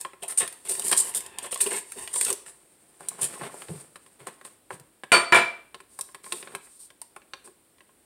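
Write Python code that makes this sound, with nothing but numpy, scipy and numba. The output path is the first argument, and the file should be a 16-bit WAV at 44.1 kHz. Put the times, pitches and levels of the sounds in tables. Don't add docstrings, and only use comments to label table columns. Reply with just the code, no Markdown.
import sys
import numpy as np
from scipy import signal
from scipy.fft import rfft, irfft
from scipy.io import wavfile
from scipy.ndimage import uniform_filter1d, minimum_filter1d
from numba import njit

SR = 44100
rng = np.random.default_rng(int(sys.argv[2]) if len(sys.argv) > 2 else 0)


def wrap_up_sound(samples):
    columns = np.atleast_2d(samples).T
    tamed = np.clip(columns, -1, 1)
    steps = np.round(tamed * 32767).astype(np.int16)
    wavfile.write(sys.argv[1], SR, steps)


N = 355005
T = np.arange(N) / SR

# [t/s, length/s, level/dB, hiss above that level/dB]
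WRAPPER_STROKES = [(0, 0.004, -46.5, 20.5), (0.2, 0.46, -65.5, 17.5), (0.72, 0.26, -50, 20),
                   (1.0, 0.47, -51, -8.5), (1.58, 0.21, -52, 19), (1.85, 0.18, -60.5, 19),
                   (1.96, 0.088, -51.5, 12.5), (2.05, 0.22, -59, 16.5)]
# [t/s, level/dB, hiss above that level/dB]
SNAPS = [(0.0121, -58.5, 18.5), (0.388, -53, 18.5), (0.477, -39.5, 0.5), (0.6957, -50, 17.5),
         (0.7957, -40, 8), (0.821, -45, 5), (0.882, -55.5, 24), (0.915, -33, 6), (0.927, -25.5, -6),
         (1.386, -37.5, -1), (1.5269, -34, -13), (1.5444, -57, 22), (1.559, -36.5, -22),
         (1.6058, -35.5, -9), (1.6639, -34.5, -18), (1.6717, -40, 1), (1.718, -37.5, -10),
         (1.7465, -39, -14), (1.9203, -46, 5.5), (2.0757, -37.5, -8.5), (2.1599, -37.5, -1),
         (2.212, -33.5, 6), (2.2495, -40.5, 11), (2.283, -37, -6), (2.303, -34.5, 2.5), (2.3277, -54, 23.5),
         (3.086, -59, 30), (4.798, -57, 2.5), (6.0107, -47.5, 14), (7.0165, -49.5, 6.5)]
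# [from t/s, to t/s, middle level/dB, hiss above the level/dB]
STRAY_SNAPS = (0.2, 2.5, -49, 4)
# [t/s, f/Hz, level/dB, edge above that level/dB]
TAPS = [(0.049, 1430, -32, -26), (0.1336, 1310, -46, -23), (3.006, 830, -42, -15),
        (3.1903, 980, -44.5, -20), (3.4123, 940, -36, -35), (3.5423, 520, -41.5, -15.5),
        (3.6199, 1770, -39.5, -16), (3.684, 1670, -43, -29), (3.9576, 1720, -41.5, -16.5),
        (4.063, 2040, -53.5, -11), (4.2697, 1120, -36, -10.5), (4.4128, 1450, -47, -19),
        (4.4497, 1620, -44.5, -8), (4.7054, 1100, -33, -28), (5.0355, 1520, -34.5, -22),
        (5.7447, 1860, -37.5, -20), (5.803, 1600, -46, -14.5), (5.9893, 1054, -39, -3.5),
        (6.0885, 1490, -53, -20), (6.146, 1710, -39, -13), (6.2424, 2160, -46, -24),
        (6.2629, 1300, -43.5, -15), (6.3225, 2060, -28, -8.5), (6.427, 2030, -40, -22),
        (6.473, 1630, -39.5, -32), (6.5498, 1820, -31, -12.5), (6.67, 1400, -56.5, -20),
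        (6.9031, 2010, -48.5, -15), (7.163, 1133, -41, -17), (7.2182, 1810, -55.5, -28),
        (7.3352, 2340, -34.5, -30), (7.475, 1310, -51, -11.5), (7.783, 1887, -58.5, -28),
        (7.8059, 1773, -50, -39), (7.892, 1200, -61, -27)]
# [from t/s, to t/s, middle level/dB, edge above the level/dB]
STRAY_TAPS = (3, 3.5, -48, -33)
# [t/s, length/s, level/dB, hiss above that level/dB]
CRACKLE_RUNS = [(0.22, 0.016, -47, -2), (0.279, 0.046, -50, 5), (0.373, 0.029, -47.5, 15.5),
                (0.402, 0.038, -40, -8.5), (0.647, 0.05, -53, 4), (0.683, 0.045, -52, 16.5),
                (0.839, 0.06, -50, 14), (0.912, 0.016, -33.5, -1.5), (0.965, 0.042, -51, 23.5),
                (1.038, 0.06, -57.5, 15.5), (1.146, 0.03, -45.5, 13.5), (1.422, 0.04, -48, -0.5),
                (1.509, 0.037, -51, 7.5), (1.603, 0.019, -42, 14.5), (1.654, 0.043, -50.5, 5.5),
                (1.703, 0.082, -45.5, 4.5), (2.129, 0.12, -50.5, 12), (2.26, 0.045, -40.5, 2.5),
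                (2.457, 0.043, -61.5, 5.5), (3.211, 0.038, -45.5, 12.5)]
# [t/s, f/Hz, level/dB]
FLOPS = [(0.226, 670, -41), (0.69, 433, -45), (0.78, 477, -45.5), (0.844, 298, -47.5), (1.44, 550, -46),
         (1.612, 400, -47), (1.655, 424, -36), (1.712, 460, -38.5), (1.955, 383, -48.5), (2.302, 475, -39),
         (6.32, 345, -46), (6.53, 345, -50), (7.465, 340.5, -57)]
# [t/s, length/s, level/dB, hiss above that level/dB]
RUMMAGE_STROKES = [(2.45, 2.1, -67.5, 6), (2.99, 0.18, -55.5, 0.5), (3.18, 0.29, -48.5, 3.5),
                   (3.405, 0.038, -43.5, -39), (3.5, 0.31, -55.5, 7), (4.19, 0.015, -47, -6),
                   (4.265, 0.014, -36.5, -4.5), (4.44, 0.017, -54.5, 7.5), (4.7, 0.031, -49, 3)]
# [t/s, level/dB]
BUMPS = [(3.213, -41.5), (3.41, -40), (3.691, -31), (3.734, -40), (4.207, -49), (4.721, -45),
         (4.796, -50.5)]
# [t/s, level/dB, treble above that level/dB, lies flat 0 or 1, rings freely 0 or 1]
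CLANKS = [(5.1186, -10.5, -6.5, 0, 1), (5.3229, -12, -22.5, 1, 1), (5.346, -17.5, -7, 1, 0),
          (5.365, -19.5, -18.5, 1, 0)]
# [f/Hz, time to fade by 60 dB/s, level struck on end/dB, level struck flat/dB]
METAL_MODES = [(356, 0.34, -21, -17.5), (674, 0.42, -19, -17), (703, 0.413, -23.5, -19),
               (958, 0.34, -20.5, -14.5), (1011, 0.38, -14.5, -15), (1200, 0.33, -15.5, -24.5),
               (1300, 0.17, -15.5, -13), (1352, 0.35, -18, -14.5), (1410, 0.27, -14.5, -16),
               (1431, 0.27, -11.5, -13), (1700, 0.3, -22.5, -10.5), (1856, 0.3, -21.5, -15),
               (2100, 0.19, -18.5, -18), (2300, 0.35, -20.5, -10), (2405, 0.29, -14, -14),
               (2930, 0.2, -16.5, -22), (2346, .45, -15.5, -9.5), (2361.5, .45, -22, -14.5),
               (4520, .35, -14.5, -36), (4528.6, .35, -14.5, -39), (7140, 0.33, -38, -30.5),
               (8670, 0.33, -28, -41.5), (10530, 0.29, -33.5, -31), (12590, .3, -47, -39),
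               (15400, .25, -50.5, -38)]
# [t/s, length/s, level/dB, hiss above that level/dB]
SPATULA_STROKES = [(5.88, 0.24, -66.5, 15), (6.23, 0.18, -49.5, 11.5), (6.44, 0.12, -47, -3),
                   (6.6, 0.2, -74.5, 24), (6.79, 0.064, -70, 23), (7.44, 0.012, -49, 9)]
# [f/Hz, width/Hz, level/dB]
BOWL_MODES = [(252, 54, -0.5), (379, 49, 2.5), (965, 64, 2.5), (1062.4, 42, 2.5), (1620, 25, -2.5),
              (1860, 140, -11.5), (3700, 81.6, -10.5)]

# how strong each pitch region is, all [f/Hz, level/dB]
BODY_COLOUR = [(85, -26), (150, -11.5), (260, -10.5), (400, -4.5), (560, -2.5), (900, -9), (3000, -67.5)]
CRACKLE_COLOUR = [(250, -11), (550, -2), (1000, -3), (1800, 0), (3200, 2), (4500, -7.5), (6500, -10.5),
                  (12000, -28)]
HISS_COLOUR = [(2000, -20.5), (4500, -1), (6500, -4.5), (9000, 2), (11500, -2), (14000, -4), (16000, -14.5)]
SLIDE_COLOUR = [(150, -8.5), (420, 5.5), (1000, -2), (3000, -1), (5500, -24)]
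RUB_COLOUR = [(70, -27.5), (140, 0.5), (350, 6.5), (700, 3.5), (1300, 0), (2200, -2), (4000, -10.5),
              (7000, -30.5)]
THUD_COLOUR = [(40, -27), (110, -18), (200, -11.5), (330, -5), (600, -0.5), (820, -4), (1300, 1),
               (2300, -3), (3500, -9), (5000, -18), (8000, -36.5)]
KITCHEN_COLOUR = [(25, -13), (55, -2.5), (90, -3), (180, -3.5), (320, 2.5), (600, -4.5), (1000, -9.5),
                  (2000, -12), (4000, -14.5), (6500, -21.5), (9000, -16.5), (15000, -14.5)]
PORT_COLOUR = [(25, -11.5), (55, 1.5), (6400, 1.5), (7500, 8), (8700, 15), (10000, 7), (12000, 0.5),
               (15500, -0.5)]

KITCHEN_DB, HUM_HZ, HUM_DB = -65.5, 52.33, -87
TOP_HZ = 15800
HAND_RISE_S, HAND_FALL_S = 0.0099, 0.021


def undb(db):
    return 10 ** (np.asarray(db) / 20)


def unit(x):
    return x / np.sqrt(np.mean(x ** 2))


def match_energy(y, x):
    return y * np.linalg.norm(x) / np.linalg.norm(y)


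def add(track, s, sound):
    i = max(0, int(s * SR))
    track[i:i + len(sound)] += sound[:N - i]


def response(points, size=4096):
    hz, db = np.transpose(points)
    bins_hz = np.fft.rfftfreq(size, 1 / SR)
    gain = undb(np.interp(np.log(bins_hz + 1), np.log(hz), db))
    cepstrum = irfft(np.log(gain))
    cepstrum[1:size // 2] *= 2
    cepstrum[size // 2 + 1:] = 0
    return irfft(np.exp(rfft(cepstrum)))


def colour(x, points):
    h = response(points)
    return signal.fftconvolve(x, h / np.linalg.norm(h))[:N]


def resonate(x, hz, width_hz):
    return signal.lfilter(*signal.iirpeak(hz, hz / width_hz, fs=SR), x)


def wander(rate, size=N):
    k = int(SR / rate)
    steps = np.repeat(rng.standard_normal(size // k + 1), k)
    return unit(uniform_filter1d(steps, k)[:size])


def grains(rate, spread_db, size=N):
    strength = undb(spread_db * np.minimum(rng.exponential(size=size), 4))
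    happens = rng.random(size) < rate / SR
    direction = rng.choice([-1, 1], size)
    return unit(happens * strength * direction + 1e-9)


def burst(t60, size=16384):
    return rng.standard_normal(size) * undb(-60 * T[:size] / t60)


def push(t, length, rise_s, fall_s):
    swell = 1 - np.exp(-np.maximum(t, 0) / rise_s)
    return swell * np.exp(-np.maximum(t - length, 0) / fall_s)


def strays(first_s, last_s, db, treble_db, count, spread_db=4):
    return [(first_s + when * (last_s - first_s), db + spread_db * (2 * force - 1), treble_db)
            for when, force in rng.random((count, 2))]


def folds(x, count=10, low_hz=500, high_hz=6500, sharpness=14, ring_db=7):
    pitches = np.exp(rng.uniform(np.log(low_hz), np.log(high_hz), count))
    ringing = sum(resonate(x, hz, hz / sharpness) for hz in pitches)
    return match_energy(x + undb(ring_db) * ringing, x)


def kitchen():
    air = colour(rng.standard_normal(N), KITCHEN_COLOUR) * undb(KITCHEN_DB + 0.54 * wander(2.0))
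    hum = unit(np.sin(2 * np.pi * HUM_HZ * T))
    return air + hum * undb(HUM_DB + 1.545 * wander(4.86))


def rubbing(strokes, shape, hiss_db, rub_db, rate, spread_db):
    hiss, rub = np.zeros((2, N))
    for s, length, db, treble in strokes:
        speed = push(T - s, length, HAND_RISE_S, HAND_FALL_S) * undb(db)
        rub += speed
        hiss += speed * undb(treble)
    grip = undb(2 * wander(45))
    fine = grip * hiss * undb(hiss_db) * grains(7100, 1.9)
    coarse = grip * rub * undb(rub_db) * grains(rate, spread_db)
    return colour(fine, HISS_COLOUR) + colour(coarse, shape)


def drifting_echoes(x, delay_s=0.0011, drift=0.07, strength=0.5):
    delay = delay_s * (1 + drift * wander(3.7))
    echoes = sum(strength ** k * np.interp(T - k * delay, T, x) for k in range(1, 4))
    return match_energy(x + echoes, x)


def snapping(t60=0.02, crackle_db=3.5, hiss_db=4.5, lead_s=0.0003, spike=1.6):
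    crackle, hiss = np.zeros((2, N))
    for s, db, treble in SNAPS + strays(*STRAY_SNAPS, count=12):
        shudder = burst(t60)
        snap = shudder * (1 + spike * np.exp(-T[:len(shudder)] / lead_s))
        add(crackle, s, folds(burst(t60)) * undb(db + crackle_db))
        add(hiss, s, snap * undb(db + treble + hiss_db))
    return colour(crackle, CRACKLE_COLOUR) + colour(hiss, HISS_COLOUR)


def tapping(t60=0.024, width=1.2, body_db=-10, tap_db=3, edge_db=5, ring_db=-2, ring_hz=1080,
            ring_width_hz=60, top_ratio=2.72, stray_hz=800, body_db_per_octave=-4):
    body, knock, edge = np.zeros((3, N))
    faint = [(s, stray_hz, db, treble) for s, db, treble in strays(*STRAY_TAPS, count=8)]
    for s, hz, db, treble in TAPS + faint:
        raw = burst(t60)
        tap = resonate(resonate(raw, hz, width * hz), hz, 2 * width * hz)
        top_hz = min(top_ratio * hz, SR / 3)
        tap = signal.sosfilt(signal.butter(3, top_hz, fs=SR, output="sos"), tap)
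        tap = tap + undb(ring_db) * resonate(tap, ring_hz, ring_width_hz)
        add(knock, s, match_energy(tap, raw) * undb(db + tap_db))
        fullness_db = body_db_per_octave * np.log2(hz / 1500)
        add(body, s, burst(0.08) * undb(db + body_db + fullness_db))
        add(edge, s, burst(0.043) * undb(db + treble + edge_db))
    return knock + colour(body, BODY_COLOUR) + colour(edge, HISS_COLOUR)


def crackling(rise_s=0.0023, fall_s=0.013, body_db=-5, crackle_db=-0.5, hiss_db=-1):
    body, crackle, hiss = np.zeros((3, N))
    t = T[:SR // 4]
    for s, length, db, treble in CRACKLE_RUNS:
        press = push(t, length, rise_s, fall_s) * undb(db)
        add(body, s, press * undb(body_db) * grains(1100, 0.9, size=len(t)))
        add(crackle, s, folds(press * undb(crackle_db) * grains(450, 2.9, size=len(t))))
        fizz = press * undb(treble + hiss_db) * grains(6000, 1.1, size=len(t))
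        add(hiss, s, folds(fizz, count=4, low_hz=7030, high_hz=12820, ring_db=-1.5))
    surge = unit(undb(2.2 * wander(170)))
    bright = colour(surge * crackle, CRACKLE_COLOUR) + colour(surge * hiss, HISS_COLOUR)
    return colour(body, BODY_COLOUR) + bright


def flopping(length_s=0.018, rise_s=0.0022, fall_s=0.016, gain_db=-1, width_hz=170):
    out, t = np.zeros(N), T[:SR // 4]
    for s, hz, db in FLOPS:
        squelch = push(t, length_s, rise_s, fall_s) * grains(1100, 1.0, size=len(t))
        thump = resonate(resonate(squelch, hz, width_hz), hz, 2 * hz)
        add(out, s, match_energy(thump, squelch) * undb(db + gain_db))
    return out


def bumping(hz=146, t60=0.15, gain_db=-3, upper_hz=330, upper_db=-8):
    out = np.zeros(N)
    for s, db in BUMPS:
        blow = burst(t60)
        low = resonate(resonate(blow, hz, 55), hz, 55)
        upper = resonate(resonate(blow, upper_hz, 220), upper_hz, 220)
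        boom = low + undb(upper_db) * upper
        add(out, s, match_energy(boom, blow) * undb(db + gain_db))
    return out


def clanking(thud_t60=0.26, crack_t60=0.18, thud_db=-2, crack_db=-5, ring_db=6, sway_db=2):
    thud, crack, ring = np.zeros((3, N))
    hz, t60, on_end, flat = np.transpose(METAL_MODES)[:, :, None]
    t = T[:int(.7 * SR)]
    direction = (-1) ** np.arange(len(hz))[:, None]
    swing = direction * np.sin(2 * np.pi * hz * t)
    for s, db, treble, tipped, free in CLANKS:
        if free > .5:
            modes = undb((flat if tipped > .5 else on_end) - 60 * t / t60) * swing
            rock, roll = wander(30, size=len(t)), wander(30, size=len(t))
            sway = undb(sway_db * (rock * np.cos(hz / 120) + roll * np.sin(hz / 120)))
            add(ring, s, undb(db + ring_db) * (sway * modes).sum(axis=0))
        add(thud, s, undb(db + thud_db) * burst(thud_t60))
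        add(crack, s, undb(db + treble + crack_db) * burst(crack_t60))
    blows = colour(thud, THUD_COLOUR) + resonate(colour(crack, HISS_COLOUR), 5800, 4500)
    return blows, ring


def bowl(x, gain_db=-1):
    hollow = sum(undb(db) * resonate(x, hz, width) for hz, width, db in BOWL_MODES)
    return undb(gain_db) * (x + hollow)


def room(x, early_db=-8, early_t60=0.026, late_db=-11, late_t60=0.48, treble_t60=0.35):
    t = T[:int(.7 * SR)]
    early = rng.standard_normal(len(t)) * (t > .003) * undb(-60 * t / early_t60)
    noise = rng.standard_normal(len(t)) * (1 - np.exp(-t / 0.0021))
    low = signal.sosfilt(signal.butter(2, 4000, fs=SR, output="sos"), noise)
    high = signal.sosfilt(signal.butter(2, 4000, "high", fs=SR, output="sos"), noise)
    late = low * undb(-60 * t / late_t60) - high * undb(-60 * t / treble_t60)
    early = undb(early_db) * early / np.linalg.norm(early)
    late = undb(late_db) * late / np.linalg.norm(late)
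    return x + signal.fftconvolve(x, early + late)[:N]


def scene():
    wrapper = drifting_echoes(rubbing(WRAPPER_STROKES, SLIDE_COLOUR, hiss_db=-16.0, rub_db=-2.0,
                                      rate=1200, spread_db=0.5))
    rummage = rubbing(RUMMAGE_STROKES, RUB_COLOUR, hiss_db=-11.5, rub_db=-3.0, rate=500, spread_db=0.5)
    spatula = rubbing(SPATULA_STROKES, RUB_COLOUR, hiss_db=-14.0, rub_db=-9.5, rate=830, spread_db=2.5)
    with_bowl = bowl(wrapper + snapping() + crackling() + flopping() + spatula)
    blows, ring = clanking()
    work = room(with_bowl + rummage + bumping() + blows)
    taps = room(bowl(tapping()), late_db=-12)
    return (work + taps + ring + kitchen())[None]


@njit
def follow(x, release):
    out, level = np.empty(len(x)), 0.
    for i in range(len(x)):
        level = max(abs(x[i]), level * (1 - release))
        out[i] = level
    return out


def record(dry, ceiling=0.66, release_s=0.018):
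    x = signal.fftconvolve(dry[0], response(PORT_COLOUR))[:N]
    peak = follow(x, 1 / (release_s * SR))
    needed_gain = np.minimum(1, ceiling / (peak + 1e-9))
    gain = uniform_filter1d(minimum_filter1d(needed_gain, size=45), size=45)
    top_cut = signal.ellip(10, .2, 80, TOP_HZ, fs=SR, output="sos")
    return signal.sosfilt(top_cut, x * gain)[None]


dry = scene()
out = record(dry)
wrap_up_sound(out)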